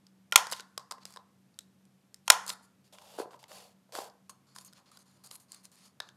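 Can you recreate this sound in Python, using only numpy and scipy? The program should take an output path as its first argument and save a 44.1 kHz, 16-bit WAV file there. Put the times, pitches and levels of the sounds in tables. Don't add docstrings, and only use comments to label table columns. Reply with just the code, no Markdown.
import sys
import numpy as np
from scipy import signal
from scipy.fft import rfft, irfft, next_fast_len
from scipy.io import wavfile

SR = 44100
rng = np.random.default_rng(int(sys.argv[2]) if len(sys.argv) > 2 else 0)


def wav_out(sig):
    wavfile.write(sys.argv[1], SR, np.round(np.clip(np.atleast_2d(sig).T, -1, 1) * 32767).astype(np.int16))


def boost(x):
    u = np.asarray(x, float) / 20
    return 10 ** u


N = 271656

# (frequency [Hz], density [dB per Hz])
AIR_SPECTRUM = [(35, -48.5), (95, -6), (200, 1.5), (400, -9), (2000, -19.5), (13200, -27), (14200, -38),
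                (15500, -55)]
# (frequency [Hz], width [Hz], rms level [dB])
DUCT_MODES = [(96, 9.7, -85), (132.4, 6.6, -77), (190.2, 8, -74)]
# (frequency [Hz], t60 [s], level [dB])
ROOM_TAIL = [(250, .3, -28), (463, 0.35, -6.5), (900, 0.35, -3), (1400, 0.48, -9.5), (2560, 0.36, -19.5),
             (5000, 0.36, -17), (8900, 0.52, -23.5), (14000, .3, -27)]
# (low [Hz], high [Hz])
FAMILY_HZ = [(1600, 6600), (5900, 14000), (440.8, 1600)]
# (frequency [Hz], width [Hz], gain [dB])
TABLE_MODES = [(292, 220, 7.5), (1400, 560, 1.5)]
# (frequency [Hz], width [Hz], gain [dB])
SLIDE_MODES = [
    [(2763, 265, 5.5), (3480, 480, 5.8), (4650, 357, 8), (5250, 200, 3.9)],
    [(7090, 400, 3.7), (9784, 400, 2)],
    [(560, 290, 19), (809, 40.6, 1.2), (1050, 50, 2.9)],
]
# (start [s], length [s], level [dB], hollow over wall [dB])
NUDGES = [
    (2.843, 0.047, -69.5, -14),
    (2.925, 0.0358, -58, -1.5),
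    (3.31, 0.056, -66, 7),
    (3.391, .055, -65, -7),
    (3.889, 0.024, -81, 14.5),
]
# (start [s], swell [s], fade [s], peak level [dB], hollow over wall [dB])
PUSHES = [
    (2.96, .219, 0.00087, -59.5, 0),
    (3.18, 0.015, 0.053, -48, 7),
    (3.48, 0.071, .18, -55, -1),
    (3.922, 0.0627, 0.1027, -46.5, 2),
    (4.06, 0.015, 0.032, -70.5, 10),
]
# (time [s], peak level [dB], frequency [Hz], width [Hz])
KNOCKS = [
    (.524, -34, 1000, 280),
    (2.4937, -47, 900, 300),
    (3.1868, -26, 530, 280),
    (3.2007, -25, 435, 109),
    (3.257, -38.5, 537, 120),
    (3.3454, -41.5, 930, 120),
    (3.512, -50, 560, 150),
    (3.8932, -56, 598, 200),
    (3.952, -38.5, 500, 250),
    (3.9871, -24, 680, 368),
]
# (frequency [Hz], width [Hz], gain [dB])
RUB_MODES = [
    [(3520, 63, 4.9), (4235, 80, 12), (4727, 380, 9.2)],
    [(6850, 320, 12), (7460, 130, 3.7), (8700, 120, 6), (9115, 160, 8.1), (9800, 190, 11), (11000, 600, 2.8), (12600, 420, 2.7)],
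    [(1076.6, 160, 8), (1400, 93, 4.4)],
]
# (start [s], length [s], level [dB], edge over wall [dB], hollow over wall [dB])
DRAGS = [(0.545, 0.068, -50.5, -5, -15), (1.055, 0.1, -60.5, -1, -5), (2.507, 0.032, -50.5, 5.5, 2.5),
         (2.623, 0.037, -70, 7, -4), (4.467, 0.079, -67.5, -4.5, -4.5), (4.548, 0.066, -58.5, 3, -7),
         (4.646, 0.035, -61, 10, -6), (4.775, 0.049, -73, -3.5, 6), (4.857, 0.051, -64, -8, -2.5),
         (4.913, 0.067, -62, -1, -3), (4.986, 0.044, -65.5, 4, -2), (5.056, 0.12, -69, .5, -3.5),
         (5.168, 0.089, -75.5, -3, 2), (5.237, 0.04, -56, 4, -4.5), (5.28, .02, -62.5, -4.5, -12),
         (5.306, .058, -57, 2, -4.5), (5.718, 0.042, -64.5, 2.5, -5.5), (5.763, 0.121, -62, -2, -9.5),
         (6.01, 0.093, -61.5, -10, -2.5)]
# (start [s], swell [s], fade [s], peak level [dB], edge over wall [dB])
BRUSHES = [(.508, 0.021, 0.00065, -36, 2), (1.005, 0.031, 0.0011, -54.5, -8),
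           (2.255, 0.028, .001, -61.5, 3), (2.473, 0.032, 0.00057, -34.5, -0.5),
           (4.294, 0.0011, 0.019, -48, 5), (4.61, 0.00078, 0.033, -57, 4.5),
           (4.678, .001, 0.033, -57.5, -15), (4.74, 0.035, .03, -58, -5), (5.398, .001, .055, -63, 8),
           (5.481, 0.063, 0.08, -57, -1), (5.63, 0.02, .023, -56.5, 3.5), (5.83, .03, 0.053, -64, 2)]
# (frequency [Hz], width [Hz], gain [dB])
SQUEAK_MODES = [(9100, 560, 14), (11200, 990, 21)]
# (start [s], length [s], level [dB])
SQUEAKS = [
    (5.309, 0.0556, -54),
    (5.238, 0.013, -61.5),
]
# (width [Hz], gain [dB])
TICK_RING = [
    (500, 9.5),
    (1500, 8),
    (150, 11),
]
# (width [Hz], gain [dB])
TICK_AFTER_RING = [
    (90, 2),
    (200, 0),
    (50, 5.5),
]
# (frequency [Hz], width [Hz], gain [dB])
HANDLE_MODES = [(3870, 170, 4), (4958, 610, 3), (2450, 340, -5.5)]
# (time [s], level [dB], edge over wall [dB], wall [Hz])
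CLICKS = [(.0674, -51, -7, 4900), (.3119, -68, 8.5, 5210), (.5144, -36, 3.5, 3730),
          (.5331, -28.5, -9, 3680), (.5643, -45, -2.5, 3600), (.6053, -40, -3, 3870),
          (1.0635, -51, -5, 4190), (1.1239, -56.5, 5, 5330), (1.1384, -47.5, -3.5, 5000),
          (1.5423, -63, -9, 4500), (1.5889, -36, 1, 3836), (1.853, -65.5, 3, 5170), (2.1432, -43, 1, 5290),
          (2.268, -61.5, 0.5, 5630), (2.495, -36, 7.5, 5150), (4.7328, -50.5, -1.5, 5210),
          (5.2725, -54.5, 4.5, 4730), (5.3554, -48, 4, 4440), (5.5191, -44, 6.5, 4620),
          (5.5456, -48.5, 5.5, 4395), (5.6532, -48, 4.5, 5930), (5.717, -65, 10, 4360)]
# (time [s], level [dB], hollow over wall [dB], hollow [Hz])
TAPS = [(.3337, -36.5, -3, 1333), (.469, -35, -0.5, 960), (0.4998, -42, -2.5, 900),
        (0.5225, -28.5, -1.5, 1033), (.528, -29.5, -5, 1030), (0.5708, -48, -5, 933),
        (0.7774, -29, -2.5, 1084), (.91, -37.5, 1, 1064), (0.9124, -33.5, 2, 1040), (0.921, -36.5, 1, 1040),
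        (1.0535, -36.5, -10, 1430), (1.1611, -45, 4, 1043), (2.4923, -30.5, -6, 1004),
        (3.9229, -47.5, -3.5, 777), (3.9519, -33.5, 2, 1545), (4.5619, -42, 0.5, 1022),
        (4.5849, -40.5, -11, 1100), (4.7269, -56, -0.5, 1449), (4.972, -47.5, -8.5, 1486),
        (5.3118, -39.5, -7.5, 1230), (5.5294, -47.5, -11, 1160)]
# (time [s], level [dB], hollow over wall [dB], hollow [Hz])
RIM_TAPS = [
    (1.1055, -58, 5, 1040),
    (2.4645, -42.5, -1, 1000),
    (2.4787, -38.5, -1, 1410),
    (3.0189, -61.5, 14, 918),
    (3.4287, -60, 12.5, 870),
    (4.2948, -51, 8.5, 1090),
    (4.9163, -60.5, 8, 1240),
    (5.7559, -62, -10, 1315),
]
# (time [s], level [dB], hollow over wall [dB], wall [Hz], hollow [Hz])
POPS = [(.5973, -38, 1, 3570, 1500), (.9816, -56.5, 10, 1880, 1060), (1.1712, -42, 5, 3810, 1053),
        (2.5016, -28, -7, 3630, 1400), (2.6094, -73, 17, 1943, 903), (2.985, -46, -2.5, 2570, 1040),
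        (3.308, -56.5, 7, 2714, 1140), (3.3327, -56.5, 10.5, 2800, 850), (3.341, -57, 10, 3460, 1030),
        (3.4396, -44, -5, 2690, 880), (3.5164, -47, 3.5, 2770, 760), (4.099, -53, -11, 5070, 752),
        (6.0019, -30, -9, 3590, 1400), (6.0027, -34, 1, 3600, 1750), (6.0889, -46.5, -5, 3570, 1645)]
# (frequency [Hz], width [Hz], gain [dB])
SNAP_MODES = [
    [(2000, 550, 7.5), (2410, 100, 6.5), (3160, 570, 12), (4360, 150, 4), (5290, 320, 8.5)],
    [(6237, 910, 4.5), (6903, 1000, 5.5), (8740, 370, 3.5), (10900, 400, 5)],
    [(680, 60, 2.5), (930, 200, 13), (1040, 58, 5.5), (1400, 48, 19)],
]
# (time [s], wall level [dB], edge level [dB], hollow level [dB])
SNAPS = [
    (0.3226, -21, -29, -24),
    (0.3584, -5, -5, -10.5),
    (2.2782, -25, -28, -26.5),
    (2.301, -5, -4.5, -9),
]


def unit(x):
    return x / np.sqrt(np.sum(x ** 2) + 1e-30)


def band(x, low_hz, high_hz):
    return signal.sosfilt(signal.butter(3, [low_hz, min(high_hz, .47 * SR)], "band", fs=SR, output="sos"), x)


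def resonance(x, hz, width_hz):
    r = np.exp(-np.pi * width_hz / SR)
    zeros = np.array([1, 0, -1]) * (1 - r * r) / 2
    return signal.lfilter(zeros, [1, -2 * r * np.cos(2 * np.pi * hz / SR), r * r], x)


def response(modes, edges_hz, depth=0.96):
    b, a = signal.butter(3, np.minimum(edges_hz, .47 * SR), "band", fs=SR)
    out = signal.lfilter(b, a, signal.unit_impulse(1500))
    for hz, width_hz, gain_db in modes:
        out = out + (boost(depth * gain_db) - 1) * resonance(out, hz, width_hz)
    return unit(out)


def air():
    hiss_db, fan_hz, fan_db = -70.5, 191.7, -71
    size = next_fast_len(N)
    hz = np.maximum(np.arange(size // 2 + 1) * SR / size, 1)
    table_hz, table_db = np.transpose(AIR_SPECTRUM)
    shape_db = np.interp(np.log(hz), np.log(table_hz), table_db)
    hiss = unit(irfft(rfft(rng.standard_normal(size)) * boost(shape_db), size)[:N])
    white = rng.standard_normal(N)
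    ducts = np.zeros(N)
    for duct_hz, width_hz, rms_db in DUCT_MODES:
        hum = resonance(resonance(white, duct_hz, width_hz), duct_hz, width_hz)
        ducts += boost(rms_db) * unit(hum)
    fan = boost(fan_db) * unit(np.sin(2 * np.pi * fan_hz * np.arange(N) / SR))
    return np.sqrt(N) * (boost(hiss_db) * hiss + ducts + fan)


def room(near, far):
    slap_s, slap_db = .0178, -22
    early_t60_s, early_db = 0.14, -18.5
    t = np.arange(round(.9 * SR)) / SR
    hz, t60_s, level_db = np.transpose(ROOM_TAIL)
    edges = np.r_[hz[0] / 1.5, np.sqrt(hz[1:] * hz[:-1]), hz[-1] * 1.3]
    white = rng.standard_normal((3, len(t)))
    tail = boost(early_db) * unit(white[2] * boost(-60 * t / early_t60_s) * (t > slap_s))
    build = np.clip((t - .008) / 0.0079, 0, 1)
    for k in range(len(hz)):
        share = np.sqrt((edges[k + 1] - edges[k]) / (SR / 2))
        decay = boost(-60 * t / t60_s[k]) * build
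        tail += boost(level_db[k]) * share * unit(band(white[k % 2], edges[k], edges[k + 1]) * decay)
    lag = round(slap_s * SR)
    slap = boost(slap_db) * band(np.r_[np.zeros(lag), near[:N - lag]], 300, 10000)
    return signal.fftconvolve(far, tail)[:N] + slap


def strokes(rows, body, bend, edge_s, grain_db, crackle_per_s, crackle_db, grip_db):
    lift_per_octave = .4
    t, out = np.arange(N) / SR, np.zeros(N + 1500)
    r = np.exp(-2 * np.pi * 140 / SR)
    grain = signal.lfilter([1], [1, -2 * r, r * r], rng.standard_normal((3, N)))
    grain = grain + grain[0]
    crackle_on = rng.random(N) < crackle_per_s / SR
    crackle = crackle_on * boost(crackle_db + 3.9 * np.minimum(rng.exponential(1, N), 3))
    rough = (boost(grain_db * grain / grain.std()) + crackle) * rng.standard_normal((3, N))
    for row, grip in zip(rows, rng.standard_normal((len(rows), 3, 8))):
        start, swell_s, fade_s, peak_db, edge_db, hollow_db, swell_db, fade_db = row
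        peak, end = start + swell_s, start + swell_s + fade_s
        first, last = round(start * SR), round(end * SR)
        now = t[first:last]
        ramp = np.clip(np.minimum(now - start, end - now) / edge_s, 0, 1) ** .5
        away = np.interp(now, [start, peak, end], [1, 0, 1]) ** bend
        level_db = peak_db - away * np.where(now < peak, swell_db, fade_db)
        for k, offset_db in enumerate([0, edge_db, hollow_db]):
            tilt_db = lift_per_octave * offset_db * (k == 1)
            shift = 1 + .025 * grip[k, -1]
            modes = []
            for (hz, width_hz, gain_db), g in zip(body[k], grip[k]):
                lift_db = tilt_db * np.log2(hz / FAMILY_HZ[k][0])
                modes.append((hz * shift, width_hz, gain_db + grip_db * g + lift_db))
            force = ramp * boost(level_db + offset_db) * rough[k, first:last]
            sound = signal.fftconvolve(force, response(modes, FAMILY_HZ[k]))
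            out[first:first + len(sound)] += sound
    return out[:N]


def slides():
    edge_db, nudge_sag_db, push_swell_db, push_fade_db = -1, 5, 8, 21.5
    rows = [(s, 0, length_s, db, edge_db, hollow_db, 0, nudge_sag_db)
            for s, length_s, db, hollow_db in NUDGES]
    rows += [(s, swell_s, fade_s, db, edge_db, hollow_db, push_swell_db, push_fade_db)
             for s, swell_s, fade_s, db, hollow_db in PUSHES]
    return boost(-2.5) * strokes(rows, SLIDE_MODES, bend=1.9, edge_s=0.00081, grain_db=1.5,
                               crackle_per_s=58, crackle_db=12.5, grip_db=1.2)


def knocks():
    out = np.zeros(N + 1500)
    for s, peak_db, hz, width_hz in KNOCKS:
        ring = response([(hz, width_hz, 16)] + TABLE_MODES, (260, 1300))
        first = round(s * SR)
        out[first:first + len(ring)] -= boost(peak_db) * ring / np.abs(ring).max()
    return out[:N] * boost(np.array([[0.5], [-5.0]]))


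def rubs():
    hollow_db, drag_sag_db, brush_swell_db, brush_fade_db = -6, 1.5, 12.5, 16.5
    rows = [(s, 0, length_s, db, edge_db, drag_hollow_db, 0, drag_sag_db)
            for s, length_s, db, edge_db, drag_hollow_db in DRAGS]
    rows += [(*row, hollow_db, brush_swell_db, brush_fade_db) for row in BRUSHES]
    return boost(-5) * strokes(rows, RUB_MODES, bend=1.1, edge_s=.002, grain_db=1.0,
                             crackle_per_s=50, crackle_db=9, grip_db=2.5)


def squeak():
    out = np.zeros(N)
    for s, length_s, db in SQUEAKS:
        white = rng.standard_normal((2, 4000))
        grain = boost(2.5 * np.repeat(white[0], 120)[:4000])
        skid = (boost(db) * grain * white[1])[:round(length_s * SR)]
        sound = signal.fftconvolve(skid, response(SQUEAK_MODES, FAMILY_HZ[1]))
        first = round(s * SR)
        out[first:first + len(sound)] += sound
    return out


def hits(times_s, levels_db, bodies, hold_s, fade_s, after_db, far_db, far_depth):
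    t = np.arange(900) / SR
    shape = np.exp(-np.maximum(t - hold_s, 0) / fade_s) + boost(after_db) * np.exp(-t / 0.01)
    size = np.sqrt(np.sum(shape ** 2))
    out = np.zeros((2, N + 2400))
    roughs = rng.standard_normal((len(times_s), 3, len(t)))
    for s, family_db, body, rough in zip(times_s, levels_db, bodies, roughs):
        first = round(s * SR)
        for db, modes, edges_hz, noise in zip(family_db, body, FAMILY_HZ, rough):
            near = boost(db) * size * unit(np.convolve(response(modes, edges_hz), noise * shape))
            far = boost(db + far_db) * size * response(modes, edges_hz, depth=far_depth)
            out[0, first:first + len(near)] += near
            out[1, first:first + len(far)] += far
    return out[:, :N]


def ticks():
    edge_hz = 8000
    click_hollow_db, click_hollow_hz = -20.5, 1400
    tap_edge_db, tap_wall_hz = -2.5, 4900
    rim_edge_db, rim_wall_hz = 6.5, 4500
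    pop_edge_db = -11.5
    # (time [s], wall [dB], edge [dB], hollow [dB], wall [Hz], hollow [Hz])
    rows = [(s, db, db + edge, db + click_hollow_db, hz, click_hollow_hz) for s, db, edge, hz in CLICKS]
    rows += [(s, db, db + tap_edge_db, db + hollow, tap_wall_hz, hz) for s, db, hollow, hz in TAPS]
    rows += [(s, db, db + rim_edge_db, db + hollow, rim_wall_hz, hz) for s, db, hollow, hz in RIM_TAPS]
    rows += [(s, db, db + pop_edge_db, db + hollow, *hz) for s, db, hollow, *hz in POPS]
    rows = np.array(rows)
    bodies = []
    for wall_hz, hollow_hz in rows[:, 4:]:
        spots_hz = (wall_hz, edge_hz, hollow_hz)
        wall, edge, hollow = [[(hz, *ring), (hz, *after)]
                              for hz, ring, after in zip(spots_hz, TICK_RING, TICK_AFTER_RING)]
        bodies.append([wall + HANDLE_MODES, edge, hollow])
    return boost(-2.0) * hits(rows[:, 0], rows[:, 1:4], bodies, hold_s=.0006, fade_s=0.0014,
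                            after_db=-27.0, far_db=-3.0, far_depth=0.94)


def snaps():
    rows = np.array(SNAPS)
    return boost(-2.5) * hits(rows[:, 0], rows[:, 1:], [SNAP_MODES] * len(rows), hold_s=.0025, fade_s=0.0013,
                            after_db=-23, far_db=-3.5, far_depth=0.91)


def scene():
    mic_top_hz = 12500
    near, far = snaps() + ticks() + knocks() + rubs() + squeak() + slides()
    mic = signal.butter(2, mic_top_hz, fs=SR, output="sos")
    heard = signal.sosfilt(mic, near + room(near, far))
    return (heard + air())[None]


def low_pass(x):
    return signal.sosfilt(signal.butter(12, 16660, fs=SR, output="sos"), x)


def record(dry):
    mix = np.clip(dry, -1.0, 1.0)
    return low_pass(mix)


dry = scene()
out = record(dry)
wav_out(out)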